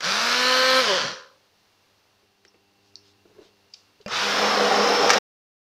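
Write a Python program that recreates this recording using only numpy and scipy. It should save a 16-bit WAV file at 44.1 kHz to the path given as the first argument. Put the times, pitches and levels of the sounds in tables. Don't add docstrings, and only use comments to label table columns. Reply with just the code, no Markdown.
import sys
import numpy as np
from scipy import signal
from scipy.fft import rfft, irfft
from scipy.io import wavfile

SR = 44100
rng = np.random.default_rng(int(sys.argv[2]) if len(sys.argv) > 2 else 0)


def waveform_to_disk(signal):
    frames = np.transpose(np.atleast_2d(signal))
    scaled = np.clip(frames, -1, 1) * 32767
    samples = np.round(scaled).astype(np.int16)
    wavfile.write(sys.argv[1], SR, samples)


N = 251325
T = np.arange(N) / SR
OFF_S, RESTART_S = .8, 4.062
FREE_FULL_S, DEEP_FULL_S = (.5, .8), (4.3, 5.1)
RATTLE_KNEE_HZ, HISS_KNEE_HZ = 126.7, 166
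HUM_HZ, HUM_WAVER_DB = 100, 1.8


def undb(db):
    return 10 ** (np.asarray(db) / 20)


def unit(x):
    return x / np.sqrt(np.mean(x ** 2))


def steady(x, span):
    return x / np.std(x[(T > span[0]) & (T < span[1])])


def curve(rows):
    return np.interp(T, *np.transpose(rows))


def onset(start, length):
    return np.clip((T - start) / length, 0, 1)


def swell(s, half):
    return np.exp(-((T - s) / half) ** 2 / 2)


def decay(start, t60):
    return (T >= start) * np.exp(-np.log(1000) * np.clip((T - start) / t60, 0, 2))


def knee(speed, hz, slope):
    return 1 / (1 + (hz / speed) ** slope)


def noise():
    return rng.standard_normal(N)


def walk(rate):
    return np.interp(T * rate, np.arange(N), noise()) * 1.2


def colour(x, points):
    hz, db = np.transpose(points)
    grid = np.linspace(1, SR / 2, 2049)
    grid_db = np.interp(np.log(grid), np.log(np.append(hz, SR / 2)), np.append(db, db[-1] - 31))
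    cepstrum = irfft(np.log(undb(grid_db)))
    causal_fold = 1 + np.sign(np.fft.fftfreq(len(cepstrum)))
    response = irfft(np.exp(rfft(cepstrum * causal_fold)))
    return signal.fftconvolve(x, response / np.linalg.norm(response))[:N]


def resonance(x, hz, width):
    return signal.lfilter(*signal.iirpeak(hz, hz / width, fs=SR), x)


def narrow(x, hz, width):
    return resonance(resonance(x, hz, width), hz, width)


def kitchen():
    # frequency in Hz, relative level of the hiss in dB.
    air_spectrum = [(25, -15), (65, -15), (95, 0.5), (130, -9.5), (250, -8.5), (500, -7), (900, -8),
                    (1900, -12), (3200, -12.5), (4500, -11), (6000, -15.5), (7500, -24.5), (10000, -26.5),
                    (15500, -27)]
    # centre in Hz, width in Hz, level in dB once faded in.
    whistle_bands = [(2748, 180, -74), (4510, 250, -81.5)]
    # frequency in Hz, level in dB before the hum's swell is applied.
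    hum_partials = [(100, -75), (199.5, -74.5), (300, -75), (399, -74), (500, -85.5), (798, -81)]
    dip_db = 2.4 * swell(2.56, 0.32)
    air = colour(noise(), air_spectrum) * undb(-64 - dip_db + .5 * walk(8))
    whistles = sum(undb(db) * unit(narrow(noise(), hz, width)) for hz, width, db in whistle_bands)
    hum = sum(undb(db + HUM_WAVER_DB * walk(3.3)) * np.sin(2 * np.pi * hz * T + 0.73 * walk(21))
              for hz, db in hum_partials)
    return air + whistles * onset(0, 3.2) + np.sqrt(2) * hum * (0.34 + swell(2.95, .42))


def room(x, wet_db, t60):
    tail = resonance(noise() * decay(0.0059, t60), 3700, 5800)[:SR // 2]
    return x + undb(wet_db) * signal.fftconvolve(x, tail / np.linalg.norm(tail))[:N]


def reflect(x, wall, stove):
    wall_s, stove_s, sway = 0.000771, 0.0021, .12
    treble = signal.sosfilt(signal.butter(1, 2000, "high", fs=SR, output="sos"), x)
    late = [np.interp(T - delay * (1 + sway * walk(2.5)), T, treble) for delay in (wall_s, stove_s)]
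    return (x + wall * late[0] + stove * late[1]) / np.sqrt(1 + wall ** 2 + stove ** 2)


def handling():
    # start in seconds, level in dB, t60 in seconds.
    bumps = [(2.225, -58.5, 0.12), (2.452, -55.5, 0.088), (2.542, -57, 0.18), (3.253, -49.5, 0.089),
             (3.299, -52, 0.14), (3.345, -52.5, 0.25), (3.382, -49.5, 0.23), (3.409, -52, 0.31),
             (4.002, -49.5, 0.07)]
    # frequency in Hz, relative level in dB.
    bump_spectrum = [(100, -17.5), (250, -14), (410, 2), (520, -11), (800, -19), (1500, -23.5), (4000, -56)]
    # start in seconds, peak in dB before the low-pass, centre and width in Hz, t60 in seconds.
    ticks = [(2.45, -38, 2660, 5500, 0.022), (2.479, -48, 5500, 493, .03), (2.543, -54, 2400, 1500, 0.044),
             (2.9559, -25, 5010, 1040, 0.0075), (3.737, -29, 5150, 1194, 0.028),
             (3.741, -33, 4150, 3200, 0.02), (4.012, -47, 4060, 2510, 0.064)]
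    # middle in seconds, level in dB before the low-pass, half length in seconds, centre in Hz.
    rubs = [(2.874, -66.5, .03, 4900), (3.078, -60.5, 0.03, 4130), (3.447, -59, 0.031, 3650),
            (3.78, -60, 0.043, 4970)]
    out = colour(noise() * sum(undb(db) * decay(s, t60) for s, db, t60 in bumps), bump_spectrum)
    for s, db, hz, width, t60 in ticks:
        tick = narrow(noise() * decay(s, t60), hz, width)
        steel_ring = narrow(noise() * decay(s, t60=0.38), hz=5250, width=1000)
        out += undb(db) * (tick / np.abs(tick).max() + undb(-22.5) * steel_ring / np.abs(steel_ring).max())
    for s, db, half, hz in rubs:
        out += undb(db) * unit(resonance(noise(), hz, width=1900)) * swell(s, half)
    return signal.sosfilt(signal.butter(4, 6800, fs=SR, output="sos"), out)


def knocks():
    # start in seconds, level in dB, t60 in seconds.
    impacts = [(.006, -27, 0.038), (0.042, -24, 0.045), (4.08, -32.5, 0.036), (4.12, -34, 0.044),
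               (5.077, -21.5, 0.018), (5.0941, -10, 0.015), (5.1024, -8, 0.061), (5.133, -11.5, 0.055),
               (5.18, -11.5, 0.012)]
    # frequency in Hz, relative level in dB.
    impact_spectrum = [(60, -45), (150, -19.5), (500, -3), (1000, -2.5), (1600, 7.5), (2000, 1.5),
                       (3000, -3), (4000, -8.5), (5500, -0.5), (7000, -12), (9000, -28), (15000, -32)]
    # frequency in Hz, relative level in dB, t60 in seconds.
    switch_modes = [(209, 0.5, 0.16), (524, 0, 0.083), (595, 1.5, 0.12), (1150, -28, 0.027),
                    (2430, -5, 0.06), (2725, -1, 0.038), (4840, -2, 0.031)]
    blows = colour(noise() * sum(undb(db) * decay(s, t60) for s, db, t60 in impacts), impact_spectrum)
    ring = sum(undb(db) * np.sin(2 * np.pi * hz * (T - RESTART_S)) * decay(RESTART_S, t60)
               for hz, db, t60 in switch_modes)
    crack = undb(-4) * colour(noise() * decay(RESTART_S, 0.021), impact_spectrum)
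    return blows + undb(-32.5) * (ring + crack)


def shaft(speed, wobble, ripple):
    mains = np.sin(2 * np.pi * HUM_HZ * T)
    return np.cumsum(speed * (1 + wobble * walk(70))) / SR + ripple * mains


def beat(turns, scatter_db):
    pulses = sum(np.cos(2 * np.pi * k * turns - k * k / 7) for k in range(1, 24))
    return pulses * undb(scatter_db * noise()[(turns + .25).astype(int)])


def rattle(turns, depth, decay_turns, scatter_db):
    flare = np.exp(-(turns % 1) / decay_turns) * undb(scatter_db * noise()[turns.astype(int)])
    return unit(noise() * (1 + depth * flare))


def brush_hiss(speed, turns, modes, ring_db):
    # frequency in Hz, relative level in dB.
    scrape_spectrum = [(4000, -24.5), (7000, 4.5), (9000, -0.5), (10200, -4.5), (11500, -2), (13000, -7.5),
                       (14200, -7), (15500, -10)]
    scrape = rattle(turns, depth=1.5, decay_turns=.3, scatter_db=3.5)
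    ring = sum(undb(db) * unit(narrow(scrape, hz, max(width, 350))) for hz, width, db in modes)
    hiss = unit(colour(scrape, scrape_spectrum) + undb(ring_db) * unit(np.roll(ring, 200)))
    return hiss * knee(speed, HISS_KNEE_HZ, slope=6)


def free_speed():
    start_hz, full_hz, creep_hz_per_s, run_up_s = 115.35, 251.2, 12, .13
    drag_s, friction_hz = .44, 35.53
    powered, coasted = np.minimum(T, OFF_S), np.maximum(T - OFF_S, 0)
    driven = full_hz + creep_hz_per_s * powered - (full_hz - start_hz) * np.exp(-powered / run_up_s)
    return np.maximum((driven + friction_hz) * np.exp(-coasted / drag_s) - friction_hz, 1)


def free_whine(speed, turns):
    # frequency in Hz, relative gain of the housing in dB.
    housing_response = [(90, -32), (180, -14), (260, -13), (320, -19), (410, -11), (600, -12), (780, -11),
                        (1040, -1.5), (1300, 0), (1560, 0), (1820, -2.5), (2080, -12), (2340, -7),
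                        (2650, -17), (3100, -12), (4300, -12), (7000, -38)]
    # centre in Hz, width in Hz, gain in dB at the height of the lurch.
    coast_modes = [(169.5, 23, -44), (425, 84, -23), (517, 100, -18.5), (563, 200, -27.5),
                   (1030, 110, -23.5), (3030, 450, -26.5)]
    pushes = beat(turns, scatter_db=0.5)
    housing = steady(colour(pushes, housing_response), FREE_FULL_S)
    housing += undb(-4) * steady(narrow(pushes, hz=528, width=60), FREE_FULL_S)
    top_speed_db = 11 * np.exp((speed - speed.max()) / 15)
    whine = housing * undb(-30.5 + top_speed_db) * knee(speed, hz=148.5, slope=4.1)
    unbalance = undb(-38 + 2 * walk(25)) * np.sqrt(2) * np.sin(2 * np.pi * turns)
    rise_s, t60 = .11, 0.48
    lurch = sum(undb(db) * narrow(pushes, hz, width) for hz, width, db in coast_modes)
    lurch *= onset(OFF_S, rise_s) * undb(-60 * np.maximum(T - OFF_S - rise_s, 0) / t60)
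    return whine + unbalance * knee(speed, hz=162.6, slope=14) + lurch


def free_run():
    # frequency in Hz, relative level in dB.
    bearing_spectrum = [(30, -20.5), (80, -28.5), (140, -14), (300, -13.5), (560, -2), (760, -4), (1400, 3),
                        (2000, -2), (2550, -2.5), (3100, -2), (3700, -3), (4300, 0), (5700, -3),
                        (8200, -27)]
    # centre in Hz, width in Hz, level in dB, shaft speed in Hz at which it rings most.
    housing_modes = [(685, 52, -35, 226), (1397, 310, -31.5, 238), (2204, 220, -35, 243),
                     (4260, 520, -29, 260)]
    # multiple of the shaft speed, level in dB at top speed.
    commutator_bands = [(12, -34), (16, -34), (40, -57.5), (47, -59.5), (50, -52)]
    # centre in Hz, width in Hz (raised to at least 350), relative level in dB.
    steel_modes = [(8550, 250, -3), (9940, 140, -0.5), (9890, 48, 8), (11300, 84, -14), (12300, 230, -4),
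                   (13000, 95, -3)]
    speed = free_speed()
    wobble = .0006 + (.08 + .13 * onset(OFF_S, .2)) * (1 - speed / speed.max()) ** 1.5
    turns = shaft(speed, wobble, ripple=0.0092)
    slaps, knocking = (rattle(turns, depth=1.7, decay_turns=0.11, scatter_db=2.4) for _ in range(2))
    near_top = np.exp((speed - speed.max()) / 30)
    bearings = colour(slaps, bearing_spectrum) * knee(speed, RATTLE_KNEE_HZ, slope=7.2)
    bearings *= undb(-23.5 - 0.55 * near_top)
    rings = sum(undb(db) * steady(narrow(knocking, hz, width), FREE_FULL_S)
                * np.exp(-((speed - best_hz) / 11) ** 2 / 2) for hz, width, db, best_hz in housing_modes)
    song = sum(undb(db) * unit(np.cos(2 * np.pi * k * turns) * walk(400)) for k, db in commutator_bands)
    hiss = brush_hiss(speed, turns, steel_modes, ring_db=-10)
    hiss *= undb(-43 - 6 * onset(OFF_S, 0.19))
    shudder = undb(-41) * unit(narrow(knocking, hz=180.5, width=146)) * swell(OFF_S + 0.24, 0.0539)
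    noises = reflect(bearings + hiss, wall=0.24, stove=0.066) + rings + song * near_top + shudder
    return onset(0, .05) * (free_whine(speed, turns) + noises)


def air_pockets():
    # centre in Hz, width in Hz, relative gain in dB.
    pot_modes = [(290, 49, -5.5), (413, 47, 0), (484.5, 19, 10.5), (588, 90, -3.5), (663, 91, -4),
                 (771, 76, 1), (970, 450, -16), (1136, 110, -6.5)]
    pockets_per_s = 2600
    pops = noise() * (rng.random(N) < pockets_per_s / SR) * undb(1.4 * walk(35))
    ringing = sum(undb(db) * resonance(np.roll(pops, rng.integers(N)), hz, width)
                  for hz, width, db in pot_modes)
    return unit(colour(ringing, [(60, -35), (200, -2.5), (380, -8), (1200, -1.5), (2500, -2.0)]))


def deep_run():
    # time in seconds, shaft speed in Hz.
    shaft_speeds = [(4.06, 58.1), (4.15, 163), (4.218, 202), (4.378, 206), (4.45, 210), (4.634, 205),
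                    (4.742, 207), (5.18, 203)]
    # time in seconds, level of the churning in dB.
    churn_levels = [(4.08, -41), (4.2, -36), (4.35, -28.5), (4.43, -23), (4.92, -21.5), (4.98, -24),
                    (5.045, -18.5), (5.1, -24.5), (5.18, -20)]
    # frequency in Hz, relative gain of the housing in dB.
    housing_response = [(90, -9), (208, 1), (300, -18), (415, 1), (620, -4.5), (820, -18.5), (1100, 2),
                        (1500, -9.5), (2500, -19.5), (5000, -26), (8000, -44.5)]
    # frequency in Hz, relative level in dB.
    bearing_spectrum = [(30, -16.5), (70, -20), (150, -11.5), (280, -4.5), (500, -10), (900, 5), (1400, 10),
                        (2300, 2.5), (3600, 3.5), (4500, 1), (5500, 1), (6500, -7.5), (8200, -21.5)]
    # centre in Hz, width in Hz (raised to at least 350), relative level in dB.
    steel_modes = [(8840, 130, 0.5), (10770, 200, -2), (11980, 370, -5.5), (12964, 70, -3.5),
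                   (13730, 98, -3.5), (14230, 46, -10)]
    # centre in Hz, width in Hz, level in dB at full load.
    load_modes = [(487, 59, -32), (798.5, 74, -28), (5293, 440, -30), (12350, 900, -58.5)]
    speed, churning = curve(shaft_speeds), undb(curve(churn_levels))
    load = churning / churning.max()
    turns = shaft(speed, wobble=0.018, ripple=0.013)
    whine = steady(colour(beat(turns, scatter_db=2.3), housing_response), DEEP_FULL_S) * load ** 0.76
    drawing_air = onset(4.86, .12)
    whine *= undb(-25.5 - 8.5 * drawing_air + 2.5 * walk(21))
    slaps = rattle(turns, depth=0.32, decay_turns=.25, scatter_db=5)
    bearings = colour(slaps, bearing_spectrum) * knee(speed, RATTLE_KNEE_HZ, slope=6.5)
    bearings *= undb(-23.5 - 0.86 * load)
    hiss = brush_hiss(speed, turns, steel_modes, ring_db=0.5) * undb(-49 - 1.2 * load)
    rings = sum(undb(db + 2 * walk(4.3)) * unit(narrow(np.roll(slaps, rng.integers(N)), hz, width))
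                for hz, width, db in load_modes)
    churn = air_pockets() * churning
    motor_hum = undb(-54.5 + HUM_WAVER_DB * walk(11)) * np.sin(2 * np.pi * HUM_HZ * T)
    noises = reflect(bearings + hiss, wall=0.15, stove=0.29) + rings * load
    return onset(RESTART_S, 0.025) * (whine + motor_hum + churn + noises)


def scene():
    blender = room(free_run() + deep_run() + knocks(), wet_db=-14, t60=0.43)
    return (blender + room(handling(), wet_db=-16, t60=0.14) + kitchen())[None]


def record(dry):
    peak_limit, stop_s, top_hz = .85, 5.188, 15550
    rounded = dry / (1 + (dry / peak_limit) ** 4) ** .25
    fade = np.clip((stop_s - T) / .009, 0, 1)
    return signal.sosfilt(signal.ellip(10, .2, 80, top_hz, fs=SR, output="sos"), rounded * fade)


dry = scene()
out = record(dry)
waveform_to_disk(out)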